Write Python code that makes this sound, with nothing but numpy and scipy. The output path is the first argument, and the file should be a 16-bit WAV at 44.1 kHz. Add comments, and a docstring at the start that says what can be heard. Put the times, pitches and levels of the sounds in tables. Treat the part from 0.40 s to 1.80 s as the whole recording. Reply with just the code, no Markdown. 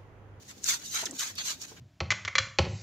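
"""A straw broom sweeps rough patio paving in short strokes, close to a pair of microphones.
Hundreds of straw tips catch and flick free: they hiss, the stalks rustle, and the bundle
makes a lower scrape once it is pressed down. Single straws snap, and stalks skid over ridges.
A few soft thuds and a brief hollow burble join in. The patio walls add a faint echo,
and a quiet outdoor background lies under it all."""
import sys
import numpy as np
from scipy import signal
from scipy.fft import rfft, irfft
from scipy.io import wavfile
from scipy.ndimage import uniform_filter1d, map_coordinates

SR = 44100
rng = np.random.default_rng(int(sys.argv[2]) if len(sys.argv) > 2 else 0)


def store_pcm(level_fs):
    """Save levels as 16-bit WAV."""
    pcm = np.round(np.clip(level_fs, -1, 1) * 32767).astype(np.int16)
    wavfile.write(sys.argv[1], SR, np.atleast_2d(pcm).T)


N = 61739

# Tone colours, as the strength of low and high pitches: f/Hz, level/dB
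AIR_COLOUR = [(20, -17), (35, -29), (55, -4.5), (85, 1), (130, -1), (250, -2), (400, -8), (700, -14),
              (1200, -20), (2500, -20), (4300, -19), (6500, -19), (8500, -31), (15000, -30)]
TIP_COLOUR = [(2500, -42.5), (4800, -14), (5700, -7.5), (6600, -7.5), (7100, -8), (7800, -11.5),
              (8500, -16), (11000, -21.5), (12300, -17.5), (15000, -22.5), (16000, -34)]
STALK_COLOUR = [(1000, -18.5), (2300, -6.5), (3100, -2.5), (3800, 3), (4600, 2.5), (5200, -5.5),
                (6800, -2.5), (8500, -25), (11000, -38), (15000, -33)]
SCRAPE_COLOUR = [(150, -59), (450, -18), (750, -10), (1000, -7), (1600, 1), (2200, -3), (2800, -3.5),
                 (4000, -6.5), (9000, -45)]
BLIP_RUSTLE_COLOUR = [(120, -41), (300, 3), (650, 0.5), (1100, -4), (1600, -18), (4000, -27)]
# Broom strokes: t/s of full contact, attack/s, hold/s, release/s, level/dB, sag during the hold/dB,
# scrape gain/dB, time to press down/s, tip gain/dB, left microphone lag/ms, spread of that lag/ms
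BROOM_STROKES = [ (0.034, 0.04, .004, 0.028, -59.5, 27, 1.5, .012, 6, 0.11, 0.33),
                 (.099, 0.05, 0.014, 0.019, -50.5, -1, 0, .012, 3.5, -0.34, 0.16),
                 (0.178, 0.038, .006, 0.037, -61, -1, -14, .012, 6, 0, .4),
                 (0.24, 0.012, 0.026, .03, -43.5, -2, -5, .004, 6, -0.41, 0.097),
                 (0.286, .042, 0.058, 0.047, -30.3, 5.2, -4.2, .014, 3.7, -0.08, 0.43),
                 (.399, 0.017, 0.039, .04, -55.5, 5, 4.5, .012, 4, 0.021, 0.48),
                 (0.453, 0.045, .04, 0.057, -45, 6, -23, .012, 5, -0.41, 0.29),
                 (.549, 0.066, 0.056, 0.088, -36, 0.7, 0.7, .028, 2.5, -0.16, .4),
                 (0.752, 0.032, .022, 0.049, -51.5, 0, -3, .012, 4.5, 0, 0.36),
                 (0.794, 0.017, 0.016, 0.048, -35, -1.7, -5, .016, 2.2, 0, 0.016),
                 (0.821, 0.035, 0.08, 0.05, -37.3, 9.5, -1.5, .01, 3, -0.28, 0.36),
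                 (0.958, .002, 0.01, 0.029, -45, 8, -5, .012, -2, 0.018, 0.095),
                 (0.984, 0.024, .032, 0.032, -36, 3, -3, .008, -7, .22, 0.016),
                 (1.053, 0.055, .06, 0.05, -37.5, -1.5, -6, .025, .5, -0.26, 0.37),
                 (1.219, 0.041, 0.0078, 0.022, -46, 0.5, -8, .012, 3, 0.18, 0.031),
                 (1.237, 0.031, 0.017, 0.018, -50, -0.5, 1, .012, 2.5, 0.18, .1),
                 (1.286, 0.038, 0.0071, 0.083, -52.5, 2.5, -2, .012, 4.5, -0.071, 0.48),
                 (1.367, 0.018, 0.016, 0.021, -63, 0.5, 11, .012, -2, -0.065, 0.56)]
# Pitches at which the straw bundle rings: f/Hz, width/Hz, gain/dB
BUNDLE_RINGS = [(4500, 40, -3), (4660, 30, -4), (5680, 25, -3), (6010, 45, -2), (6230, 60, 1),
                (6490, 50, 2), (6770, 50, 4), (7400, 48, -7)]
# Soft thuds: t/s of the peak, level/dB, fade time/s
SOFT_THUDS = [(0.24, -53.5, 0.012), (0.34, -58, 0.024), (0.939, -56.5, 0.031)]
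# Single straws snapping: t/s, level/dB, f/Hz, time to fall 30 dB/s, left over right/dB
STRAW_SNAPS = [(.2424, -24.5, 6300, .007, 8), (0.2865, -25, 6600, 0.0085, -3),
               (.6562, -18.5, 6400, .005, -2), (.6598, -28, 5200, .004, 8), (.6623, -28, 5800, .009, -7),
               (.6660, -35, 6200, 0.026, 0), (0.7103, -33.5, 6900, .014, -2), (.8085, -29, 6200, .014, 0),
               (.9540, -40, 9500, 0.0046, -4), (.9545, -41, 4700, .008, -2), (0.9885, -32, 4400, 0.015, 1),
               (1.217, -35.5, 6000, 0.011, -10)]
# Stalks skidding: t/s, length/s, start f/Hz, end f/Hz, width/Hz, level/dB
STALK_SKIDS = [(.657, .015, 4100, 3200, 1000, -39), (.660, .017, 2300, 1500, 1200, -45),
               (.315, .044, 4600, 4350, 700, -39), (.793, .018, 3600, 2500, 1000, -41.5),
               (.819, .019, 4100, 3750, 600, -39), (.814, .021, 1600, 1050, 900, -44),
               (.984, .039, 4100, 3900, 1500, -42.5), (1.095, .024, 4500, 3800, 1500, -40)]
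# Hollow blips: t/s, start f/Hz, end f/Hz, fade time/s, tone level/dB, rustle level/dB
HOLLOW_BLIPS = [(0.625, 640, 680, 0.017, -43.5, -46), (0.631, 830, 1020, 0.013, -40.5, -43.5),
                (.657, 620, 300, .024, -47, -56), (.681, 350, 247, 0.016, -46, -53),
                (0.694, 270, 256, 0.024, -43.5, -53), (0.712, 739, 450, 0.028, -54.5, -57),
                (.726, 320, 280, .018, -44, -50), (.742, 265, 258, .026, -47.5, -57),
                (1.312, 489, 430, 0.018, -51, -49)]

FREQS = np.fft.rfftfreq(N, 1 / SR)  # f/Hz of each point in a spectrum


def undb(db):
    """Turn decibels into a number to multiply by."""
    return 10 ** (np.asarray(db) / 20)


def unit(x):
    """Scale a signal so that its average power is 1."""
    return x / np.sqrt(np.mean(x ** 2))


def pan(db):
    """Left and right gains that make the left side db louder than the right."""
    return undb(np.array([[db], [-db]]) / 2)


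def colour(x, points):
    """Give a sound a tone colour, joining the points of its table with lines."""
    hz, db = np.array(points).T
    return irfft(rfft(x) * undb(np.interp(np.log(FREQS + 1), np.log(hz), db)), N)


def wander(turns_per_s):
    """A smooth random wobble with a typical size of 1."""
    step = max(int(SR / turns_per_s), 2)
    return unit(uniform_filter1d(rng.standard_normal(N)[np.arange(N) // step], step))


def outdoor_air(level_db=-54.5, wide_above_hz=395):
    """Quiet outdoor noise, alike on both sides in the bass and wide higher up."""
    middle, side = rng.standard_normal((2, N))
    side = irfft(rfft(side) * FREQS / (FREQS + wide_above_hz), N)
    return unit(colour(np.array([middle + side, middle - side]), AIR_COLOUR)) * undb(level_db)


def pressure(t, attack, hold, release, sag_db):
    """The push on the broom: up 20 dB over the attack, sagging in the hold, down 20 dB per release."""
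    rise_db = 20 * np.minimum(t, 0) / attack
    fall_db = 20 * np.maximum(t - hold, 0) / release
    return undb(rise_db - sag_db * np.clip(t / hold, 0, 1) - fall_db)


def flicks(lag_ms, spread_ms, per_s=8000, size_spread_db=2.5, rubbing_db=-1.5):
    """Straws slip free in a stream of tiny clicks, over the smooth noise of rubbing."""
    right = (rng.random(N) < per_s / SR) * rng.choice([-1, 1], N)
    right = right * undb(size_spread_db * np.minimum(rng.exponential(size=N), 5))
    # The straws fan out, so each click reaches the left microphone with its own lag.
    lag = np.round((lag_ms + spread_ms * rng.standard_normal(N)) * SR / 1000).astype(int)
    left = np.bincount((np.arange(N) + lag) % N, right, N)
    return unit(np.array([left, right])) + undb(rubbing_db) * rng.standard_normal((2, N))


def bundle_ring(x, bend_share=.005, bends_per_s=25):
    """The shaken bundle rings at its own pitches, which waver as the straws bend."""
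    response = sum(undb(db) / (1 + 2j * (FREQS - hz) / width) for hz, width, db in BUNDLE_RINGS)
    ringing = 2 * irfft(rfft(x) * response, N)
    bent_time = np.arange(N) + np.cumsum(bend_share * wander(bends_per_s))
    return x + np.array([map_coordinates(side, [bent_time], mode="mirror") for side in ringing])


def shifting_load(x, depth_db=4.5, life_s=.028, width_hz=209):
    """Different straws carry the load from moment to moment, so narrow peaks of tone come and go."""
    f, t, cells = signal.stft(x, SR, nperseg=512, noverlap=384)
    peaks = rng.standard_normal((400, 200))
    peaks = peaks - uniform_filter1d(peaks, size=7, axis=0)  # keeps the total level about steady
    grid = np.meshgrid(f / width_hz, t / life_s, indexing="ij")
    db = depth_db * map_coordinates(peaks, grid, mode="mirror")
    return signal.istft(cells * undb(db), SR, nperseg=512, noverlap=384)[1][:, :N]


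def broom(t, bump_db=1.24, bumps_per_s=140):
    """Each stroke makes the tips hiss, the stalks rustle and, a little later, the bundle scrape."""
    tip_power, stalk_power, scrape_power, lag_ms, spread_ms = np.zeros((5, N))
    for at, attack, hold, release, db, sag_db, scrape_db, press_s, tip_db, lag, spread in BROOM_STROKES:
        force = undb(db) * pressure(t - at, attack, hold, release, sag_db)
        pressed = .5 + .5 * np.tanh((t - at + attack / 2 - press_s) / press_s)
        loudest = force ** 2 > stalk_power  # a stroke that drowns out earlier ones sets the direction
        lag_ms[loudest], spread_ms[loudest] = lag, spread
        stalk_power += force ** 2
        tip_power += (force * undb(tip_db)) ** 2
        scrape_power += (force * pressed * undb(scrape_db)) ** 2

    def layer(power, points):
        """Ringing straw clicks in one tone colour, swelling with the strokes."""
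        straws = shifting_load(bundle_ring(flicks(lag_ms, spread_ms)))
        return np.sqrt(power) * unit(colour(straws, points))

    hiss = layer(tip_power, TIP_COLOUR) * pan(db=-0.9)
    rustle = layer(stalk_power, STALK_COLOUR) * pan(db=-0.6)
    scrape = layer(scrape_power, SCRAPE_COLOUR)
    bumps = undb(bump_db * wander(bumps_per_s))  # pebbled paving makes the pressure uneven
    return (hiss + rustle + scrape) * bumps


def wall_echo(x, t, gain_db=-19, gap_s=0.0069, fall_60_db_s=0.24):
    """Sound bounces off the patio walls and leaves a short, faint tail."""
    tail = rng.standard_normal((2, N)) * (t > gap_s) * undb(-60 * t / fall_60_db_s)
    return signal.fftconvolve(x, unit(tail) / np.sqrt(N), axes=1)[:, :N] * undb(gain_db)


def thuds(t, hz=89.4):
    """Soft bass thuds: a low tone swells and fades within a few waves."""
    out = np.zeros(N)
    for at, db, fade_s in SOFT_THUDS:
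        swell = np.exp(-((t - at) / fade_s) ** 2)
        tone = np.sqrt(2) * np.sin(2 * np.pi * (hz * (t - at) + rng.random()))
        out += undb(db) * swell * tone
    return out


def snaps(t, width_octaves=0.29, crack_db=-22, click_db=-4.5, rattle_db=-2, scatter_db=1.5):
    """A bent straw springs free: a click and a short rattle, strongest around one pitch."""
    out = np.zeros((2, N))
    lag = round(0.00017 * SR)  # the left microphone hears it 0.17 ms later
    for at, db, hz, decay_s, pan_db in STRAW_SNAPS:
        peak = np.exp(-.5 * (np.log2((FREQS + 1) / hz) / width_octaves) ** 2)
        crack = undb(crack_db) * FREQS / (FREQS + hz)
        fade = (t >= at) * undb(-30 * np.maximum(t - at, 0) / decay_s)
        direct = rng.standard_normal(N)
        scattered = undb(scatter_db) * rng.standard_normal((2, N))  # takes its own path to each side
        rattle = unit(np.array([np.roll(direct, lag), direct]) + scattered) * fade
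        click = (np.arange(N) == int(at * SR)) * np.sqrt(np.sum(fade ** 2))
        burst = undb(click_db) * np.array([np.roll(click, lag), click]) + undb(rattle_db) * rattle
        out += irfft(rfft(burst) * unit(peak + crack), N) * undb(db) * pan(pan_db)
    return out


def skids(t, edge_s=.003):
    """A stalk chatters over a ridge; its rough ring slides down as its free part gets longer."""
    out = np.zeros((2, N))
    for at, length, start_hz, end_hz, width_hz, db in STALK_SKIDS:
        hz = start_hz * (end_hz / start_hz) ** np.clip((t - at) / length, 0, 1)
        phase = 2 * np.pi * np.cumsum(hz) / SR
        touch = (np.tanh((t - at) / edge_s) - np.tanh((t - at - length) / edge_s)) / 2
        shared, left, right = (wander(width_hz) * np.cos(phase) + wander(width_hz) * np.sin(phase)
                               for _ in range(3))
        out += undb(db) * touch * unit(shared + np.array([left, right]))
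    return out


def blips(t, glide_s=0.0078, attack_s=0.0019, flutter=0.2, flutter_hz=218.8):
    """The burble: short hollow tones flutter and slide to a resting pitch, each in a dull rustle."""
    out = np.zeros((2, N))
    for at, start_hz, end_hz, fade_s, tone_db, rustle_db in HOLLOW_BLIPS:
        age = np.maximum(t - at, 0)
        hz = end_hz + (start_hz - end_hz) * np.exp(-age / glide_s)
        phase = 2 * np.pi * np.cumsum(hz) / SR + rng.uniform(0, 2 * np.pi)
        tone = np.sqrt(2) * np.sin(phase + flutter * wander(flutter_hz))
        tone *= 1 + flutter * wander(flutter_hz)
        noise = rng.standard_normal(N) + rng.standard_normal((2, N))
        rustle = unit(colour(noise, BLIP_RUSTLE_COLOUR))
        swell = (1 - np.exp(-age / attack_s)) * np.exp(-(age / fade_s) ** 2)
        out += swell * (undb(tone_db) * tone + undb(rustle_db) * rustle)
    return out


def scene():
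    """Add up the nearby sounds, their echo and the outdoor background."""
    t = np.arange(N) / SR
    near = broom(t) + snaps(t) + skids(t) + blips(t) + thuds(t)
    return near + wall_echo(near, t) + outdoor_air()


def record(dry):
    """The recorder cuts off the highest treble."""
    top_hz = 15500
    return signal.sosfilt(signal.ellip(8, .2, 70, top_hz, fs=SR, output="sos"), dry)


dry = scene()
out = record(dry)
store_pcm(out)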